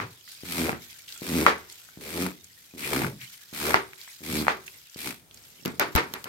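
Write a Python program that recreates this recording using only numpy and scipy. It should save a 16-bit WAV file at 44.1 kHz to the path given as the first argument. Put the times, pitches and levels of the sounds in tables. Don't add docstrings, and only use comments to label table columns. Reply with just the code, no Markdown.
import sys
import numpy as np
from scipy import signal
from scipy.fft import rfft, irfft, next_fast_len
from scipy.io import wavfile

SR = 44100
rng = np.random.default_rng(int(sys.argv[2]) if len(sys.argv) > 2 else 0)


def int16_out(signal):
    q = np.round(np.clip(np.atleast_2d(signal).T, -1, 1) * 32767)
    wavfile.write(sys.argv[1], SR, q.astype(np.int16))


N = 276948
T = np.arange(N) / SR
RIGHT_DELAY_S = 0.0002234

# land_s, grip_s, hardest_s, lift_s, water_delay_s, bump_db, thump_db, slosh_db, spray_db,
# land_slips_per_s, lift_slips_per_s, rubber_hz
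STROKES = [(.434, .575, 0.62, 0.71, 0.0079, -36, -27.5, -36.5, -32, 90.4, 71.4, 287),
           (1.219, 1.288, 1.395, 1.472, .001, -31.5, -23.5, -35, -32.5, 85, 79, 280),
           (1.973, 2.14, 2.24, 2.284, 0.032, -39.5, -29, -38.5, -35, 65.8, 101, 290),
           (2.738, 2.915, 2.96, 3.075, 0.032, -42.5, -28, -35, -32.5, 80, 62.3, 341),
           (3.528, 3.608, 3.696, 3.745, 0.00072, -40, -29.5, -31, -30, 75, 75, 288.3),
           (4.206, 4.285, 4.385, 4.45, 0.02, -47.5, -27.5, -39, -33.5, 78.6, 75.3, 250),
           (4.96, 5.045, 5.08, 5.122, 0.0042, -38.5, -37.5, -44, -34.5, 85.5, 53.4, 270)]
# freq_hz, level_db
THUMP_SPECTRUM = [(25, -38), (75, -4), (160, 2.5), (260, 4), (390, -0.5), (540, -7.5), (700, -13),
                  (3000, -70)]


def gain(db):
    return 10 ** (np.asarray(db) / 20)


def unit_rms(x):
    return x / np.sqrt(np.mean(x ** 2) + 1e-20)


def bell(centre_s, sigma_s):
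    return np.exp(-((T - centre_s) / sigma_s) ** 2 / 2)


def curve_at(points, hz):
    freq_hz, value = np.transpose(points)
    return np.interp(np.log(hz + 1), np.log(freq_hz + 1), value)


def add(mix, start_s, sound):
    part = mix[:, max(round(start_s * SR), 0):][:, :sound.shape[-1]]
    part += sound[..., :part.shape[-1]]


def colour(x, spectrum, size=4096):
    log_gain = np.log(gain(curve_at(spectrum, abs(np.fft.fftfreq(size, 1 / SR)))))
    response = np.fft.ifft(np.exp(np.conj(signal.hilbert(log_gain)))).real[:size // 2]
    response /= np.linalg.norm(response)
    return signal.oaconvolve(np.atleast_2d(x), response[None], axes=1)[:, :x.shape[-1]]


def wander(per_s):
    knots_s = np.arange(0, T[-1] + 1, 1 / per_s)
    return unit_rms(np.interp(T, knots_s, rng.standard_normal(len(knots_s))))


def diffuse(pair, lean=1):
    # freq_hz, coherence
    likeness = [(100, 0.5), (400, 0.82), (700, 0.52), (1200, 0.08), (14000, 0.01)]
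    # freq_hz, left_minus_right_db
    balance = [(100, 0.5), (400, -4), (2300, 7.5), (3300, -9), (4500, 0), (6500, -3.5), (9000, 9.5),
               (11000, 0.5)]
    size = next_fast_len(pair.shape[1] + 256)
    left, other = rfft(pair, size)
    hz = np.fft.rfftfreq(size, 1 / SR)
    coherence = np.clip(curve_at(likeness, hz), -1, 1)
    side = gain(lean * curve_at(balance, hz) / 2)
    right = coherence * left + np.sqrt(1 - coherence ** 2) * other
    right *= np.exp(-2j * np.pi * hz * RIGHT_DELAY_S)
    return irfft(np.array([left * side, right / side]), size)[:, :pair.shape[1]]


def point_source(x, left_db):
    index = np.arange(len(x))
    right = np.interp(index - round(RIGHT_DELAY_S * SR), index, x, left=0)
    return np.array([x * gain(left_db / 2), right / gain(left_db / 2)])


def clicks(per_s, spread_db):
    size = gain(spread_db * np.minimum(rng.exponential(1, (2, N)), 5))
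    return unit_rms(size * rng.choice([-1, 1], (2, N)) * (rng.random((2, N)) < per_s / SR))


def air(level_db=-65.5):
    # freq_hz, level_db
    spectrum = [(20, -30), (60, -5), (125, -1.5), (200, -9), (3000, -21.5)]
    level = gain(level_db + 4.2 * wander(per_s=4.4))
    return level * diffuse(colour(rng.standard_normal((2, N)), spectrum))


def flow(hose_db=-58.3, rise_s=0.018, drain_s=0.32):
    # start_s, level_db
    runoff = [(.27, -51.5), (0.798, -50.5), (1.07, -48.5), (1.68, -55), (3.2, -51), (3.97, -50.5),
              (4.65, -55.5)]
    # centre_s, depth_db, sigma_s
    lull = (5.255, 16, .048)
    waves = np.zeros(N)
    for start_s, db in runoff:
        t = np.maximum(T - start_s, 0)
        waves = np.hypot(waves, gain(db) * np.minimum(t / rise_s, 1) * np.exp(-t / drain_s))
    centre_s, depth_db, sigma_s = lull
    dip = gain(-depth_db * bell(centre_s, sigma_s))
    return gain(hose_db) * dip, waves * dip


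def trickle(fizz_db=2.5, ticks_db=-9, patter_db=1.0, hose_tilt_db_per_octave=4, bands=24):
    # freq_hz, level_db
    spectrum = [(300, -38), (800, -15), (1600, -4.5), (4200, 0.5), (7500, -2), (10000, -10), (12700, 1),
                (16000, -8)]
    hose, waves = flow()
    fizz = gain(fizz_db) * clicks(per_s=4800, spread_db=3.5) * unit_rms(gain(2 * wander(per_s=140)))
    ticks = gain(ticks_db) * clicks(per_s=60, spread_db=3)
    patter, t = np.zeros((2, N)), np.arange(SR // 50) / SR
    for hz in np.geomspace(1400, 13000, bands):
        plink = np.sin(2 * np.pi * hz * t) * np.exp(-t * hz / 10)
        clumps = clicks(per_s=60, spread_db=2.5) * gain(6 * np.clip(wander(per_s=24), -2, 2))
        hose_tilt = gain(hose_tilt_db_per_octave * min(np.log2(hz / 5000), 0))
        level = np.hypot(waves * min(hz / 2500, 1), hose * hose_tilt)
        patter += level * unit_rms(signal.oaconvolve(clumps, plink[None], axes=1)[:, :N])
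    running = np.hypot(hose, waves) * colour(fizz + ticks, spectrum)
    return diffuse(running + gain(patter_db) * patter / np.sqrt(bands))


def impact(spectrum, scatter, decay_s):
    t = np.arange(SR // 10) / SR
    burst = rng.standard_normal((2, len(t))) * np.exp(-t / decay_s)
    contact = point_source(signal.unit_impulse(len(t)), left_db=2.5)
    hit = contact + scatter * burst / np.linalg.norm(burst[0])
    return unit_rms(colour(hit, spectrum)) / np.sqrt(20)


def head_ring(uneven_db=2):
    # freq_hz, level_db, t60_s
    modes = [(380, -7, 0.44), (468, -1.5, .14), (571, 0.5, 0.17), (905, 2, .2), (974, 0.5, 0.18),
             (1136, -1.5, .2), (1200, -1.5, .24), (1375, -1, .22), (1653, -7, 0.1), (2022, -4.5, 0.29),
             (2250, -4, .13)]
    t, out = np.arange(SR // 3) / SR, 0
    for hz, db, t60_s in modes:
        phase = rng.random((2, 1))
        strike_db = db + uneven_db * rng.standard_normal()
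        out = out + gain(strike_db - 60 * t / t60_s) * np.sin(2 * np.pi * (hz * t + phase))
    return diffuse(out * np.minimum(t / .002, 1), lean=.15)


def wall_echo(swell_s=.022, decay_s=0.026, tail_db=-16, tail_t60_s=0.54):
    # freq_hz, level_db
    spectrum = [(60, -27.5), (200, -13.5), (400, -2), (650, -10), (950, -3), (1400, -3.5), (2300, -6.5),
                (2900, -14.5), (4800, -19), (8000, -31.5), (16000, -37.5)]
    t = np.arange(SR // 2) / SR
    cluster = np.minimum(0.4 + 0.99 * t / swell_s, np.exp(-(t - swell_s) / decay_s))
    cluster *= 1 - np.exp(-t / 0.0013)
    tail = gain(tail_db - 60 * t / tail_t60_s) * np.minimum(t / swell_s, 1)
    taps = rng.standard_normal((2, len(t))) * (rng.random((2, len(t))) < .2)
    return unit_rms(diffuse(colour(taps * (cluster + tail), spectrum), lean=.15)) / np.sqrt(10)


def knocks(held_ring_db=-22, free_ring_db=-12.5, clack_tick_db=-27, bounce_echo_db=-3):
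    # freq_hz, level_db
    clack_spectrum = [(100, -22.5), (350, -7), (1000, 8), (2300, 3.5), (3200, -13), (5500, -22),
                      (8000, -27.5), (16000, -42)]
    # freq_hz, level_db
    tick_spectrum = [(400, -25.5), (2200, 3.5), (4000, 1.5), (6500, -1), (9500, -12), (12300, 4),
                     (14000, -1), (16000, -9.5)]
    # start_s, clack_db, thud_db, echo_db
    clacks = [(.001, -26, -36.5, -35), (0.6934, -21.5, -26, -43), (.729, -31, -29, -43.5),
              (1.4646, -7, -25, -20.5), (1.4695, -15, -29, -44), (3.018, -26.5, -28, -56),
              (3.046, -25, -41, -52), (3.743, -8.5, -24, -25), (4.468, -24.5, -33, -44),
              (4.482, -12.5, -42, -27.5)]
    # start_s, clack_db, tick_db, thud_db
    bounces = [(5.652, -39, -33, -37), (5.658, -41, -27, -23), (5.679, -43.5, -39, -27.5),
               (5.7965, -21, -19.5, -41), (5.952, -29.5, -21.5, -22), (5.961, -19, -22, -49),
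               (6.138, -37, -28, -40.5), (6.242, -49, -32.5, -51), (6.257, -39, -67, -45)]
    out = np.zeros((2, N))
    for land_s, _, _, _, _, bump_db, *_ in STROKES:
        bump = impact(THUMP_SPECTRUM, scatter=.3, decay_s=.004)
        tap = impact(clack_spectrum, scatter=0.86, decay_s=0.0014)
        add(out, land_s, gain(bump_db) * (bump + 0.17 * tap))
    hits = [(s, db, db + clack_tick_db, thud, echo, held_ring_db) for s, db, thud, echo in clacks]
    hits += [(s, db, tick, thud, db + bounce_echo_db, free_ring_db) for s, db, tick, thud in bounces]
    for start_s, clack_db, tick_db, thud_db, echo_db, ring_db in hits:
        add(out, start_s, gain(clack_db) * impact(clack_spectrum, scatter=1.0, decay_s=0.0017))
        add(out, start_s, gain(clack_db + ring_db) * head_ring())
        add(out, start_s, gain(tick_db) * impact(tick_spectrum, scatter=1.8, decay_s=0.0021))
        add(out, start_s, gain(thud_db) * impact(THUMP_SPECTRUM, scatter=0.76, decay_s=0.021))
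        add(out, start_s, gain(echo_db) * wall_echo())
    return out


def handle_shudder(rise_s=0.026):
    # start_s, level_db, pitch_hz, decay_s
    shudders = [(.001, -34, 111, 0.046), (3.021, -26, 128, 0.064)]
    out = 0
    for start_s, db, hz, decay_s in shudders:
        t = np.maximum(T - start_s, 0)
        band = [(hz / 2, -26), (hz / 1.2, -10), (hz, 0), (hz * 1.2, -9), (2 * hz, -15), (hz * 5, -50)]
        shake = unit_rms(colour(rng.standard_normal(N), band))
        out += gain(db) * shake * np.minimum(t / rise_s, 1) * np.exp(-t / decay_s)
    return out


def drips(trim_db=-3, bubble_gain=.9, rise_per_s=14, decay_s=0.003):
    # start_s, level_db, pitch_hz
    drops = [(0.277, -45, 1990), (0.9295, -46.5, 4420), (1.081, -38.5, 3300), (1.090, -39.5, 3380),
             (1.1235, -35.5, 4060), (1.177, -39, 7520), (1.699, -40.5, 4750), (1.725, -38.5, 7420),
             (1.888, -46, 1450), (2.4434, -41.5, 7180), (3.2147, -38, 2800), (3.3773, -52, 4050),
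             (3.9326, -39, 1975), (4.0148, -39, 4350), (4.0767, -41, 1500), (4.666, -42, 6830),
             (4.679, -34, 2405), (4.8975, -45.5, 6020), (4.945, -40, 4700), (5.3109, -45.5, 3200),
             (5.3441, -43, 7500), (5.374, -45.5, 4670), (5.438, -48.5, 5000)]
    out, t = np.zeros((2, N)), np.arange(SR // 10) / SR
    for start_s, db, hz in drops:
        envelope = np.exp(-t / decay_s) * (1 - np.exp(-t / .0004))
        plink = envelope * np.sin(2 * np.pi * hz * (t + rise_per_s * t ** 2 / 2))
        band = [(hz / 4, -26), (hz / 1.3, -8), (hz, 0), (hz * 1.3, -8), (hz * 3, -26)]
        splat = impact(band, scatter=4, decay_s=0.003)
        add(out, start_s, gain(db + trim_db) * (bubble_gain * point_source(plink, left_db=-2.5) + splat))
    return out


def splashes():
    # centre_s, level_db, pitch_hz, sigma_s
    slops = [(0.305, -51, 4770, 0.044), (2.852, -35, 2450, .02), (3.23, -44, 2300, 0.021),
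             (4.394, -36.5, 4500, 0.022)]
    out = np.zeros((2, N))
    for centre_s, db, hz, sigma_s in slops:
        band = [(hz / 4, -30), (hz / 1.45, -12), (hz, 0), (hz * 1.28, -13), (2 * hz, -22)]
        drops = unit_rms(colour(clicks(per_s=1300, spread_db=-4.0), band))
        out += gain(db) * drops * bell(centre_s, sigma_s)
    return diffuse(out)


def push(land_s, hardest_s, lift_s, shape, bite_s=0.0087):
    swell_db, exponent, lead_s, sag_db, release_db_per_s = shape
    peak_s = hardest_s - lead_s
    to_come = np.clip((peak_s - T) / (peak_s - land_s), 0, 1)
    spent = np.clip((T - peak_s) / (lift_s - peak_s), 0, 1)
    lifted_s = np.clip(T - lift_s, 0, 1)
    db = -swell_db * to_come ** exponent - sag_db * spent ** 2 - release_db_per_s * lifted_s
    return np.clip((T - land_s) / bite_s, 0, 1) * gain(db)


def stroke_controls(grip_fade_s=0.033, skid_chatter_db=-8, skid_rub_db=-1):
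    # swell_db, exponent, lead_s, sag_db, release_db_per_s
    thump_shape = (13, 1.07, 0.001, 10, 340)
    slosh_shape = (16, 1.1, .01, 2, 470)
    spray_shape = (9.5, 1.2, 0.023, 9, 260)
    chatter, rub, slosh, spray = np.zeros((4, N))
    slip_hz, pitch_hz = np.full(N, float(STROKES[0][-3])), np.full(N, float(STROKES[0][-1]))
    for land_s, grip_s, hardest_s, lift_s, water_delay_s, _, *voice in STROKES:
        thump_db, slosh_db, spray_db, land_hz, lift_hz, rubber_hz = voice
        skid = np.clip((grip_s - T) / grip_fade_s + .5, 0, 1)
        pressure = gain(thump_db) * push(land_s, hardest_s, lift_s, thump_shape)
        chatter += pressure * gain(skid_chatter_db * skid)
        rub += pressure * gain(skid_rub_db * skid)
        slosh += gain(slosh_db) * push(land_s + water_delay_s, hardest_s, lift_s, slosh_shape)
        spray += gain(spray_db) * push(land_s + water_delay_s, hardest_s, lift_s, spray_shape)
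        slip_hz = np.where(T < land_s, slip_hz, np.interp(T, [land_s, lift_s], [land_hz, lift_hz]))
        pitch_hz = np.where(T < land_s, pitch_hz, rubber_hz)
    return chatter, rub, slosh, spray, slip_hz, pitch_hz


def scrape(jitter=.06, uneven_db=0.7, thump_db=-1, rub_db=-14, grit_db=-11,
           squirt_phase=.45, flex=0.22, flap_sag=0.23):
    # freq_hz, level_db
    slosh_spectrum = [(300, -20), (700, 2), (1300, 4), (1900, -1), (2350, 3), (2900, -12.5), (6000, -29)]
    spray_spectrum = [(800, -21.5), (2400, 3.5), (3000, -2.5), (4300, -0.5), (6500, -6), (8300, -4),
                      (10500, -6), (12700, -1), (16000, -12)]
    chatter, rub, slosh, spray, slip_hz, pitch_hz = stroke_controls()
    cycles = np.cumsum(slip_hz * (1 + jitter * wander(per_s=70))) / SR
    slip_index, phase = cycles.astype(int), cycles % 1
    force = gain(uneven_db * rng.standard_normal(N))[slip_index]
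    slips = unit_rms(np.diff(slip_index, prepend=0) * force)
    age_s = phase / slip_hz
    drift = flex * wander(per_s=16) + 0.11 * rng.standard_normal(N)[slip_index]
    flap_hz = pitch_hz * np.exp(drift + flap_sag * (.5 - phase))
    flap = np.sin(2 * np.pi * flap_hz * age_s) * np.exp(-age_s / 0.008) * force
    thumps = unit_rms(colour(slips, THUMP_SPECTRUM)[0] + 1.5 * unit_rms(np.gradient(flap)))
    friction = diffuse(colour(rng.standard_normal((2, N)), THUMP_SPECTRUM))
    squirt_cycles = cycles + 1 - squirt_phase
    squirt_size = gain(3 * rng.standard_normal(N))[squirt_cycles.astype(int)]
    squirt = squirt_size * np.exp(-(squirt_cycles % 1) / .3)
    coarse = unit_rms(colour(clicks(per_s=4500, spread_db=2.5) * (0.17 + squirt), slosh_spectrum))
    fine = unit_rms(colour(clicks(per_s=14000, spread_db=2.0) * (0.55 + squirt), spray_spectrum))
    grit = unit_rms(colour(clicks(per_s=400, spread_db=1) * np.sqrt(squirt), spray_spectrum))
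    water = diffuse(slosh * coarse + spray * (fine + gain(grit_db) * grit))
    rug = chatter * gain(thump_db) * point_source(thumps, left_db=0) + rub * gain(rub_db) * friction
    return rug + water


def head_drag():
    # centre_s, level_db, sigma_s
    drags = [(5.87, -45, 0.14)]
    level = sum(gain(db) * bell(centre_s, sigma_s) for centre_s, db, sigma_s in drags)
    return level * diffuse(colour(clicks(per_s=550, spread_db=4.5), THUMP_SPECTRUM))


def handle_puff(right_db=-20):
    # start_s, level_db, pitch_hz, decay_s
    puffs = [(5.951, -11, 67, 0.014)]
    out = 0
    for start_s, db, hz, decay_s in puffs:
        t = np.maximum(T - start_s, 0)
        out -= gain(db) * np.sin(2 * np.pi * hz * t) * np.exp(-t / decay_s)
    return gain([[0], [right_db]]) * out


def patio_reverb(x, first_s=0.0071):
    # freq_hz, t60_s
    decay = [(120, 0.55), (240, 0.33), (1500, 0.22), (14000, 0.11)]
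    taps = rng.standard_normal((2, SR)) * (rng.random((2, SR)) < .08) * (T[:SR] > first_s)
    hz, t, bands = signal.stft(diffuse(taps, lean=0), SR, nperseg=512)
    fade = gain(-60 * t / curve_at(decay, hz)[:, None])
    tail = signal.istft(bands * fade, SR, nperseg=512)[1]
    return signal.fftconvolve(x.mean(0)[None], tail / np.linalg.norm(tail[0]), axes=1)[:, :N]


def scene(reverb_db=-14):
    near = scrape() + knocks() + head_drag() + drips() + splashes()
    reverb = gain(reverb_db) * patio_reverb(near)
    return near + reverb + trickle() + handle_shudder() + handle_puff() + air()


def record(dry):
    lowpass = signal.firwin(511, 16000, window=("kaiser", 9), fs=SR)
    return signal.oaconvolve(np.clip(dry, -1, 1), lowpass[None], "same")


dry = scene()
out = record(dry)
int16_out(out)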